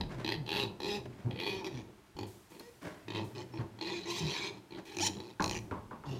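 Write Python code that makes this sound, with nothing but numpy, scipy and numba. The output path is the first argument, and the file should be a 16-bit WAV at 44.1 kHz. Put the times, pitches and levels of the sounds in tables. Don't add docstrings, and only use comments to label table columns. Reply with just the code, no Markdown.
import sys
import numpy as np
from scipy import signal
from scipy.fft import rfft, irfft
from scipy.io import wavfile
from scipy.ndimage import uniform_filter1d
from numba import njit

SR = 44100
rng = np.random.default_rng(int(sys.argv[2]) if len(sys.argv) > 2 else 0)


def generate_wav(signal):
    frames = np.transpose(np.atleast_2d(signal))
    scaled = np.clip(frames, -1, 1) * 32767
    pcm = np.round(scaled).astype(np.int16)
    wavfile.write(sys.argv[1], SR, pcm)


N = 273265
T = np.arange(N) / SR


def undb(db):
    return 10 ** (np.asarray(db) / 20)


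def curves(rows, t):
    s, *columns = np.transpose(rows)
    return [np.interp(t, s, c) for c in columns]


def unit(x):
    return x / np.sqrt(np.mean(x ** 2) + 1e-20)


def smooth(x, seconds):
    k = max(int(seconds * SR), 1)
    return uniform_filter1d(uniform_filter1d(x, k), k)


def steady(x, seconds=0.022):
    slow_power = np.abs(smooth(x ** 2, seconds))
    floor = np.mean(x ** 2) / 20 ** 2
    return x / np.sqrt(slow_power + floor)


def walk(n, rate):
    return unit(smooth(rng.standard_normal(n), 1 / rate))


def ramp(t, start, length):
    return np.clip((t - start) / max(length, 1 / SR), 0, 1)


def add(out, t, x):
    i = max(int(round(t[0] * SR)), 0)
    out[i:i + len(x)] += x[:max(N - i, 0)]


@njit
def band(x, hz, q):
    y, b, low = np.empty(len(x)), 0., 0.
    for i in range(len(x)):
        g = np.tan(np.pi * min(hz[i] / SR, .45))
        v = (b + g * (x[i] - low)) / (1 + g * (g + 1 / q))
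        b, low, y[i] = 2 * v - b, low + 2 * g * v, v / q
    return y


def resonate(x, modes, tuning=1, tilt_db=0):
    out = 0
    for hz, width, db in modes:
        centre = np.ones(len(x)) * hz * tuning
        q = np.mean(hz) / width * np.sqrt(np.sqrt(2) - 1)
        gain = undb(db + tilt_db * np.log2(hz / modes[0][0]))
        out = out + gain * band(band(x, centre, q), centre, q)
    return out


# f/Hz, relative level/dB
YARD_COLOUR = [(20, -39), (50, 7.5), (120, -1.5), (330, -32), (600, -4), (950, -2), (1400, -5), (3000, -10),
               (6000, -18.5), (11000, -36), (15500, -54)]


def distant_yard(far_db=-66):
    hz, db = np.transpose(YARD_COLOUR)
    bin_hz = np.arange(N // 2 + 1) * SR / N
    colour = undb(np.interp(np.log(bin_hz + 1), np.log(hz), db))
    return unit(irfft(rfft(rng.standard_normal(N)) * colour, N)) * undb(far_db)


SWELL_ATTACK_S, SWELL_FADE_DB = 0.0025, 18.5


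def swells(rows, steady_db):
    power = undb(steady_db) ** 2
    for start, length, db in rows:
        age = np.maximum(T - start, 0)
        rise = np.minimum(age / SWELL_ATTACK_S, 1)
        power = power + (rise * undb(db - SWELL_FADE_DB * age / length)) ** 2
    return np.sqrt(power)


# start t/s, length t/s, level/dB
GUSTS = [(0, 1.7, -48.5), (.55, 0.99, -61), (2.15, 0.15, -50.5), (5.398, 0.29, -41), (5.75, 1.3, -52)]


def gusts(air_db=-81, gust_db=3):
    rumble = unit(resonate(rng.standard_normal(N), [(41, 28, -24), (77.0, 145, 16)]))
    return rumble * swells(GUSTS, air_db) * undb(gust_db * walk(N, 8.3))


# start t/s, length t/s, level/dB
HISS_SWELLS = [(2.265, 0.33, -60.5), (2.5, 1, -65), (2.82, 0.19, -62.5), (3.24, 0.26, -63),
               (4.85, 0.68, -65), (5.42, 0.3, -56.5)]


def hiss(hiss_db=-74):
    return unit(resonate(rng.standard_normal(N), [(6100, 13600, 0)])) * swells(HISS_SWELLS, hiss_db)


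PUFF_S, PUFF_SHARE = .0026, .24


def folds(t, start, hz, rough, jitter=.15, shimmer_db=4.5):
    rate = hz * np.exp(jitter * rough * walk(len(t), 300))
    phase = np.cumsum(rate * (t >= start)) / SR
    size = undb(shimmer_db * rough * walk(len(t), 166))
    snaps = np.diff(np.ceil(phase), prepend=0) * size / np.sqrt(hz)
    decay_cycles = np.minimum(PUFF_S * hz, PUFF_SHARE)
    gate = np.exp(-(phase % 1) / decay_cycles) * (t >= start)
    return steady(snaps), steady(gate * size * rng.standard_normal(len(t)))


DARK_ROUGH, DARK_AIR = .26, .3
# f/Hz, width f/Hz, relative level/dB
CHEST = [(120, 60, 15), (324, 370, -24), (880, 100, -53)]
# start t/s, loudest t/s, end t/s, first pitch f/Hz, last pitch f/Hz, level/dB
DARK_GRUNTS = [(0, 0.023, .11, 112.5, 98.3, -45), (0.24, 0.334, .37, 111, 108.6, -42),
               (0.098, 0.19, .26, 148.6, 112.6, -39.5), (0.321, 0.406, .48, 188.7, 101.6, -37),
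               (0.58, 0.672, .72, 135.3, 97.7, -40.5), (0.966, 1.09, 1.17, 139.6, 111.6, -43),
               (1.245, 1.264, 1.312, 126.6, 115.3, -26.5), (1.323, 1.34, 1.39, 129, 111, -37.5),
               (1.72, 1.754, 1.84, 141.2, 98, -37), (2.182, 2.215, 2.31, 107.9, 96.3, -41.5),
               (3.046, 3.206, 3.3, 109.9, 99.6, -41), (3.297, 3.359, 3.44, 117.4, 104.1, -45.5),
               (3.441, 3.57, 3.6, 131, 113.3, -46), (3.587, 3.6, 3.645, 131.5, 107.5, -30),
               (3.654, 3.803, 3.83, 108, 119, -50.5), (4.201, 4.244, 4.305, 165.2, 144.6, -31.5),
               (4.95, 5.037, 5.27, 94, 98, -44.5), (5.551, 5.597, 5.72, 111, 110.4, -43),
               (6.06, 6.118, 6.24, 147.8, 104.8, -33)]


def big_pigs(fade_db=13):
    out = np.zeros(N)
    for start, top, end, first_hz, last_hz, db in DARK_GRUNTS:
        t = np.arange(start, end, 1 / SR)
        snaps, puffs = folds(t, start, np.linspace(first_hz, last_hz, len(t)), DARK_ROUGH)
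        below_top_db = np.interp(t, [start, top, end], [fade_db, 0, fade_db])
        swell = undb(db - below_top_db) * signal.windows.tukey(len(t), .15)
        add(out, t, steady(resonate(snaps + DARK_AIR * puffs, CHEST)) * swell)
    return out


THROAT_WANDER, COLOUR_FLICKER_DB = .022, 2.2


def moving(shapes, centres):
    modes = []
    for hz, (width, db) in zip(centres, shapes):
        path = hz * (1 + THROAT_WANDER * walk(len(hz), 40.0))
        modes.append((path, width, db + COLOUR_FLICKER_DB * walk(len(hz), 91.0)))
    return modes


SCATTER_S = 0.0018
SCATTER_FULL_DB = 6


def scatter(x, echo_db):
    age = np.arange(SR // 50) / SR
    spread_s = SCATTER_S * min(undb(echo_db - SCATTER_FULL_DB), 1) ** 3
    envelope = age * np.exp(-age / spread_s) * undb(-20 * age / age[-1])
    spectrum = rfft(rng.standard_normal(len(age)) * envelope, 4 * len(age))
    burst = irfft(spectrum / np.abs(spectrum) ** .7)[:len(age)]
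    return signal.fftconvolve(x, burst / np.linalg.norm(burst))[:len(x)]


NOSE_AIR, MOUTH_AIR, STRAIN_AIR = .45, 2.7, 4.2
NOSE_PITCH_HZ, NOSE_LIFT = 140, 0.055
JAW_SHIFT_PER_DB = .001
CREAK_TREMBLE_DB, TONE_TREMBLE_DB = 2.8, 1.1
# width f/Hz, relative level/dB
NOSE = [(135, 1.5)]
MOUTH = [(227, 1.6), (202, 8.8), (264, 7.8), (249, 7.7), (212, 5.4)]
STRAIN = [(330, 5), (350, 2), (380, -2)]
# f/Hz, width f/Hz, relative level/dB
NOSE_LOW = [(157, 41, -0.5), (357.8, 59, 11.5), (590, 42, -9.5)]
MOUTH_TOP = [(9800, 360, -13.5), (11950, 3400, -18)]
STRAIN_TOP = [(9420, 850, -14), (13550, 1800, -23.5)]
# t/s, upper nose f/Hz, five mouth f/Hz,
# three strain f/Hz, extra ring of the fourth mouth resonance level/dB
THROAT_PATHS = [ (.29, 880, 1840, 2600, 3200, 3990, 4700, 5700, 5700, 7200, 3),
                (.52, 880, 1860, 2640, 3220, 4020, 4400, 5530, 6100, 7050, -0.5),
                (.61, 900, 1800, 2600, 3420, 3940, 4480, 5350, 5900, 7360, 3.5),
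                (.83, 905, 1880, 2430, 3420, 3900, 4780, 5230, 5400, 7400, 3.5),
                (.94, 880, 1880, 2620, 3500, 3930, 5070, 5300, 5840, 7200, -0.5),
                (1.42, 883, 2060, 2450, 3260, 3870, 4300, 5200, 6000, 7050, -2.5),
                (1.62, 920, 1870, 2440, 3380, 3830, 4640, 5570, 5640, 6640, -2),
                (2.21, 880, 1900, 2444, 3264, 4380, 4500, 5450, 6900, 6930, -2),
                (3.16, 955, 1930, 2580, 3170, 3850, 4240, 5100, 5900, 6900, 3),
                (3.4, 933, 1900, 2480, 2980, 4140, 4400, 5340, 6100, 7200, 1.5),
                (3.83, 900, 1900, 2490, 3350, 4060, 4500, 5240, 6700, 7160, 7),
                (3.92, 950, 1970, 2430, 3500, 4000, 4480, 5050, 6700, 7100, 3),
                (4.02, 900, 1840, 2400, 3300, 4030, 4500, 5300, 6500, 7000, 8.5),
                (4.13, 960, 2100, 2520, 3400, 3940, 4600, 5700, 6230, 7300, 4),
                (4.25, 900, 1900, 2450, 3090, 3920, 4600, 5330, 6100, 7100, 5.5),
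                (4.33, 950, 1890, 2500, 3280, 4060, 4400, 6000, 6400, 7100, 2),
                (4.39, 960, 1700, 2350, 3370, 3880, 4140, 5000, 6300, 7200, 5.5),
                (4.45, 936, 1880, 2330, 3430, 3980, 4160, 4840, 6300, 7460, 2),
                (5.05, 880, 1900, 2510, 3150, 4040, 4700, 5670, 6200, 6770, 4.5),
                (5.17, 880, 1900, 2550, 3400, 3940, 4500, 5350, 6100, 6900, 3),
                (5.47, 880, 2000, 2520, 3420, 4200, 4800, 5840, 6100, 6340, 7),
                (5.56, 880, 1900, 2360, 2700, 4000, 4750, 5960, 6360, 6700, -5),
                (6.12, 890, 1900, 2830, 3600, 3950, 4440, 5350, 6100, 6900, -5)]


def voice(t, start, hz, rough, opening_db, tension_db, tuning, tilt_db,
          jaw_tilt=0.41, strain_tilt=0.25, easy_db=-6, stop_s=0.0044):
    snaps, puffs = folds(t, start, hz, rough)
    nose_hz, m1, m2, m3, m4, m5, s1, s2, s3, ring_db = curves(THROAT_PATHS, t)
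    jaw = 1 + JAW_SHIFT_PER_DB * (opening_db - np.max(opening_db))

    lift = tuning * np.minimum(hz / NOSE_PITCH_HZ, 1.5) ** NOSE_LIFT
    nose_modes = [(f * lift, width, db) for f, width, db in NOSE_LOW] + moving(NOSE, [nose_hz])
    nose_tilt_db = jaw_tilt * np.maximum(opening_db, -6)
    nose = resonate(snaps + NOSE_AIR * rough * puffs, nose_modes, jaw, nose_tilt_db)

    mouth_modes = moving(MOUTH, [m1, m2, m3, m4, m5])
    f, width, db = mouth_modes[3]
    mouth_modes[3] = (f, width, db + ring_db)
    bursts = scatter(snaps, curves(ECHO_SHARE, np.mean(t))[0])
    mouth = resonate(bursts + MOUTH_AIR * rough * puffs, mouth_modes + MOUTH_TOP, jaw, tilt_db)

    strain_modes = moving(STRAIN, [s1, s2, s3]) + STRAIN_TOP
    strain_tilt_db = strain_tilt * (tension_db - easy_db)
    strain = resonate(bursts + STRAIN_AIR * rough * puffs, strain_modes, jaw, strain_tilt_db)

    sound = steady(nose) + steady(mouth) * undb(opening_db) + steady(strain) * undb(tension_db)
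    tremble_db = np.interp(hz, [90, 140], [CREAK_TREMBLE_DB, TONE_TREMBLE_DB])
    return sound * undb(tremble_db * walk(len(t), 122)) * np.clip((t[-1] - t) / stop_s, 0, 1)


def call_times(start, length):
    return np.arange(max(start - .008, 0), start + length, 1 / SR)


CREAK_ROUGH = .08
SWELL_DB_PER_OCT, OPENING_DB_PER_OCT = 2, 4.5
BREAK_S, BREAK_DB = .012, 2
FIRST_SNAPS_S = 0.028
ARCH_OCT = 0.046
RELEASE_S, RELEASE_DB_PER_S, SAG_OCT_PER_S = 0.065, 322, 6.4
SHUT_DB_PER_S = 194
# start t/s, creak length t/s, tone length t/s, first creak f/Hz, last creak f/Hz,
# lateness of the speed-up (1 = even), tone f/Hz before its bow, tone roughness 0-1, relative level/dB,
# softness of the first snap level/dB (negative = stronger), mouth opening level/dB,
# mouth closing over the tone level/dB (negative = opening), strain level/dB, nose tuning factor,
# mouth tilt dB an octave
GRUNTS = [ (.009, 0.0026, 0.0041, 40, 42.5, 1.3, 41, 0.19, -36, 1.5, 2, 7, -25, 1.13, -3),
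          (0.245, 0.069, 0.0033, 56.4, 101.9, 0.96, 116.2, 0.6, -35.5, -1, 2, -4.5, -18.5, 1, -2),
          (.462, 0.096, 0.087, 71.55, 102.2, 1.55, 130.9, 0.42, -36, 10.5, 3.5, 4, -18, 1.08, -0.5),
          (.802, 0.053, 0.11, 68.76, 90.2, 2.18, 204.2, 0.22, -34, 3, -4, 2, -16.5, 1.05, 0),
          (1.308, 0.081, 0.0012, 55.65, 75.3, 1.13, 76.6, 0.12, -46.5, -3, 0, -11, -38, 1.38, -4),
          (1.398, 0.085, 0.12, 83.35, 102.2, 0.84, 190, 0.13, -36, 3.5, 0, 13.5, -21.5, 1.1, -1.5),
          (2.166, 0.056, 0.0051, 46, 49.2, 1.4, 44.2, 0.16, -42, -0.5, -10, -2.5, -21, 1.06, 0.5),
          (2.595, 0.0044, 0.0038, 62, 60.5, 0.81, 62, 0.21, -61, 0, 13.5, 20, 3, 1.2, 10),
          (3.081, 0.075, 0.055, 46.78, 96, 1.5, 113.2, 0.31, -37.5, 1.5, -2, 7.5, -20.5, 1.06, -4.5),
          (3.537, 0.035, 0.0035, 48.4, 72, 0.94, 73.6, 0.24, -43, -3, -13.5, -7, -25, 0.99, -11),
          (3.787, 0.0036, 0.0042, 45, 45.7, 1.1, 46.5, 0.37, -45, -0.5, -7.5, -9, -24, 1.05, -5),
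          (3.811, 0.038, 0.073, 73.3, 104.9, 0.99, 176.3, 0.47, -40, 1, 0.5, 3, -15, 0.99, -3),
          (4.706, 0.048, 0.0098, 63.7, 88.3, 0.97, 85.2, 0.31, -43.5, 3.5, -5, 2, -27, 0.99, -4),
          (4.947, 0.037, 0.0088, 46, 66.5, 2.15, 107.2, 0.21, -37, 11, -2, -4.5, -4.5, 1.01, -1),
          (5.096, 0.092, 0.019, 50.9, 60.53, 0.82, 61.9, 0.39, -43.5, -2, -7, 1.5, -22, 1.06, -1),
          (5.404, 0.108, 0.002, 53, 64.14, 2.32, 64.2, 0.14, -39.5, 3, 3, 8, -1.5, 1.02, -1.5)]


def grunt(start, creak_s, tone_s, first_hz, last_hz, lateness, tone_hz, tone_rough, db, soft_db,
          opening_db, closing_db, strain_db, tuning, tilt_db):
    t = call_times(start, creak_s + tone_s + RELEASE_S)
    slack_oct = np.log2(last_hz / first_hz) * (1 - ramp(t, start, creak_s) ** lateness)
    broken, held = ramp(t, start + creak_s, BREAK_S), ramp(t, start + creak_s, tone_s)
    spent_s = np.maximum(t - start - creak_s - tone_s, 0)

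    creak = last_hz * 2 ** -slack_oct
    tone = tone_hz * 2 ** (ARCH_OCT * (np.sin(np.pi * held) - .5))
    hz = ((1 - broken) * creak + broken * tone) * 2 ** (-SAG_OCT_PER_S * spent_s)
    rough = (1 - broken) * CREAK_ROUGH + broken * tone_rough

    shut_db = SHUT_DB_PER_S * spent_s
    mouth_db = opening_db - OPENING_DB_PER_OCT * slack_oct - closing_db * held - shut_db
    easing_db = soft_db * (1 - ramp(t, start, FIRST_SNAPS_S) ** 2)
    effort_db = BREAK_DB * (broken - 1.5) - SWELL_DB_PER_OCT * slack_oct
    gain = undb(db - easing_db + effort_db - RELEASE_DB_PER_S * spent_s)
    return t, gain * voice(t, start, hz, rough, mouth_db, strain_db - shut_db, tuning, tilt_db)


STIR_DB, SETTLE_S, RESTING_DB = -10, 0.062, -70.5
SHUFFLE_WAVER_DB = 1.8


def stirring(pigs):
    keep = np.exp(-1 / (SETTLE_S * SR))
    unrest = signal.lfilter([1 - keep], [1, -keep], pigs ** 2)
    return np.sqrt(unrest * undb(STIR_DB) ** 2 + undb(RESTING_DB) ** 2)


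def shuffle(pigs):
    modes = [(94.0, 19, -17), (121.4, 35.6, 3.0), (189.3, 33, 4.5),
             (335.6, 107, 1.5), (530, 210, -15.0), (865, 50, -10.0)]
    noise = unit(resonate(rng.standard_normal(N), modes))
    return noise * stirring(pigs) * undb(SHUFFLE_WAVER_DB * walk(N, 38))


# f/Hz, width f/Hz, relative level/dB
DIRT = [(172, 166, 10.5), (312, 97, 6), (579, 79, 8.5), (1054, 286, 0), (1445, 870, -1.5),
        (2550, 2700, -18)]
# start t/s, nominal length t/s, relative level/dB
SCUFFS = [(0.088, 0.038, -48.5), (0.107, 0.055, -46), (0.178, 0.05, -43), (0.531, 0.046, -43.5),
          (1.055, 0.0074, -44), (1.075, 0.11, -57), (1.176, 0.056, -53.5), (2.596, 0.017, -51),
          (2.81, 0.076, -46), (2.845, 0.042, -42.5), (2.878, 0.12, -51), (3.138, 0.028, -48),
          (3.288, 0.049, -58), (3.463, 0.17, -60), (3.593, 0.027, -46.5), (3.6, 0.32, -62.5),
          (4.768, 0.038, -47.5)]


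def scuffs(grain_db=2.5, rise=0.43):
    grit = np.zeros(N)
    for s, length, db in SCUFFS:
        age = np.arange(int(2 * length * SR)) / SR
        push = age / (rise * length)
        grains = unit(rng.standard_normal(len(age)) * undb(grain_db * walk(len(age), 220)))
        add(grit, s + age, undb(db) * push * np.exp(1 - push) * grains)
    dirt_gain = np.std(resonate(rng.standard_normal(N), DIRT))
    return resonate(grit, DIRT) / dirt_gain


CRY_ATTACK_S, CRY_RELEASE_S, CRY_FADE_DB = 0.035, 0.042, 7
# start t/s, length t/s, first f/Hz, last f/Hz, roughness 0-1,
# relative level/dB, mouth opening level/dB, strain level/dB, nose tuning factor, mouth tilt dB an octave
CRIES = [ (1.644, 0.037, 199.6, 180.3, 0.55, -32, -5.5, -14.5, 0.94, 1),
         (1.712, 0.11, 149.6, 103.6, 0.59, -48.5, -5, -13.5, 0.88, -6.5),
         (2.506, 0.089, 91.4, 133.6, 0.83, -50.5, -11.5, -33, 1.07, -12),
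         (2.596, 0.11, 452, 495, 0.11, -54.5, -7, -14, 1.22, -11),
         (3.35, 0.086, 131.3, 134.6, 0.73, -40, -8, -15, 0.99, -7),
         (3.927, 0.071, 364, 323, 0.23, -44.5, 4, -7.5, 0.94, -4),
         (3.993, 0.097, 330, 337.6, 0.98, -51, 4, -10, 1.14, -3),
         (4.054, 0.12, 334, 357, 0.29, -40, -6.5, -10, 1.09, -14),
         (4.17, 0.12, 205.3, 182.7, 0.61, -41.5, -2, -11.5, 1, -1),
         (4.266, .14, 125.5, 173.9, 0.5, -44, 5.5, -5, 1.05, -2),
         (4.386, .116, 225.9, 164.5, .4, -42, 3.5, -6, 0.95, -3.5),
         (4.535, 0.055, 120, 98.8, 0.54, -49.5, -10, -15, 1, -8),
         (4.853, 0.21, 381, 371, 0.7, -49, -3.5, -13.5, 0.91, -9),
         (5.21, 0.13, 117.8, 115.6, 0.46, -49, -8.5, -19, 1.03, 0),
         (5.519, 0.076, 160, 165.1, 0.45, -39.5, 0, -4, 1.046, -8),
         (6.056, 0.14, 153.8, 115.6, 0.39, -50, -6.5, -12, 1.02, 1.5)]


def cry(start, length, first_hz, last_hz, rough, db, opening_db, strain_db, tuning, tilt_db):
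    t = call_times(start, length)
    hz = first_hz + (last_hz - first_hz) * ramp(t, start, length)
    fade_in = 1 - ramp(t, start, CRY_ATTACK_S)
    fade_out = ramp(t, start + length - CRY_RELEASE_S, CRY_RELEASE_S)
    gain = undb(db - CRY_FADE_DB * (fade_in + fade_out))
    return t, gain * voice(t, start, hz, rough, opening_db, strain_db, tuning, tilt_db)


# start t/s, end t/s, first f/Hz, last f/Hz, peak level/dB
SQUEAKS = [(3.512, 3.603, 5400, 5430, -62)]


def squeaks(waver=0.016):
    out = np.zeros(N)
    for start, end, first_hz, last_hz, db in SQUEAKS:
        t = np.arange(start, end, 1 / SR)
        hz = np.linspace(first_hz, last_hz, len(t)) * (1 + waver * walk(len(t), 270))
        whistle = np.sin(2 * np.pi * np.cumsum(hz) / SR)
        add(out, t, undb(db) * whistle * signal.windows.tukey(len(t), .5))
    return out


# f/Hz, width f/Hz, relative level/dB
CRACK = [(1435, 284, 4.5), (1900, 1460, -24.5)]
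# f/Hz, width f/Hz, relative level/dB before the rattle tilt
BOARD = [(160, 182, 9.5), (330, 240, 4), (530, 140, -9.5), (900, 150, 11), (1007, 102, 6), (1400, 78, -2.5),
         (1970, 160, -30)]
# t/s, relative level/dB
KNOCKS = [(3.590, -46.5), (5.397, -28.5), (5.409, -36), (5.711, -35), (5.731, -46), (5.764, -52.5),
          (5.910, -43.5), (5.93, -48), (6.037, -44.5), (6.063, -52)]


def knocks(t60=0.32, crack_s=0.003, crack=1.18, rattle_tilt_db=-0.5, build_s=0.0054):
    out, age = np.zeros(N), np.arange(SR // 2) / SR
    for s, db in KNOCKS:
        contact = steady(resonate(rng.standard_normal(len(age)), CRACK), 0.004)
        contact = contact * crack * np.exp(-age / crack_s)
        rattle = unit(resonate(rng.standard_normal(len(age)), BOARD, tilt_db=rattle_tilt_db))
        rattle = rattle * undb(-60 * age / t60) * ramp(age, 0, build_s)
        add(out, s + age, undb(db) * (contact + rattle) * ramp(age, 0, 0.00076))
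    return out


# t/s, pitch f/Hz, roughness 0-1, relative level/dB, mouth opening level/dB,
# strain level/dB
SQUEALS = [
    [(4.07, 812.5, 0.3, -57, -4, -12), (4.105, 1013, 0.25, -46.5, 9.5, 3), (4.135, 1077, 0.38, -49, 5, -12),
     (4.17, 999, 0.63, -52, 12, 6), (4.2, 880, 0.25, -49, 5, 9)],
    [(5.002, 641, 0.44, -40, -1, -8), (5.02, 771, 0.3, -38.5, -0.5, 4), (5.034, 863, 0.21, -34, 1.5, 2),
     (5.044, 939, .21, -33.5, -0.5, 4), (5.058, 988, .42, -44.5, 10.5, 11),
     (5.075, 1011, 0.54, -40, 11, 12.5), (5.091, 684, .6, -39, -6, -16)],
]


def squeal(curve, tuning=0.92, tilt_db=1.5):
    start = curve[0][0]
    t = call_times(start, curve[-1][0] - start)
    hz, rough, db, opening_db, strain_db = curves(curve, t)
    return t, undb(db) * voice(t, start, hz, rough, opening_db, strain_db, tuning, tilt_db)


# delay t/s, level/dB
PLANKS = [(.0014, -25.5), (.0036, -18.5), (.0061, -55), (.0097, -20.5)]


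def pen(x, low_db=-9, high_db=-15, low_t60=0.35, high_t60=0.33, split_hz=1100):
    age = np.arange(SR // 2) / SR
    response = np.zeros(len(age))
    for side, db, t60 in (("low", low_db, low_t60), ("high", high_db, high_t60)):
        tail = rng.standard_normal(len(age)) * undb(-60 * age / t60) * np.clip(age / 0.0031, 0, 1)
        split = signal.butter(2, split_hz, side, fs=SR, output="sos")
        response += undb(db) * signal.sosfilt(split, tail / np.linalg.norm(tail))
    for delay, db in PLANKS:
        response[int(delay * SR)] += undb(db)
    return signal.fftconvolve(x, response)[:N]


# t/s, level/dB
ECHO_SHARE = [(0, 5.5), (.9, 5.5), (1.6, 7.5), (2.2, 9), (3.1, 7), (4.3, 9), (4.85, 8.5), (4.96, 2),
              (5.6, 1), (5.9, 12)]


def piglets(trim_db=-2.5):
    out = np.zeros(N)
    calls = [grunt(*row) for row in GRUNTS]
    calls += [cry(*row) for row in CRIES]
    calls += [squeal(curve) for curve in SQUEALS]
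    for t, sound in calls:
        add(out, t, sound)
        add(out, t, pen(sound * undb(curves(ECHO_SHARE, t)[0])))
    return out * undb(trim_db)


def scene():
    calls, grunts = piglets(), big_pigs()
    others = grunts + squeaks() + knocks() + scuffs()
    background = distant_yard() + shuffle(calls + grunts) + hiss() + gusts()
    return (calls + others + pen(others) + background)[None]


TOP_HZ = 15800


def record(dry):
    return signal.sosfilt(signal.ellip(10, .2, 70, TOP_HZ, fs=SR, output="sos"), dry)


dry = scene()
out = record(dry)
generate_wav(out)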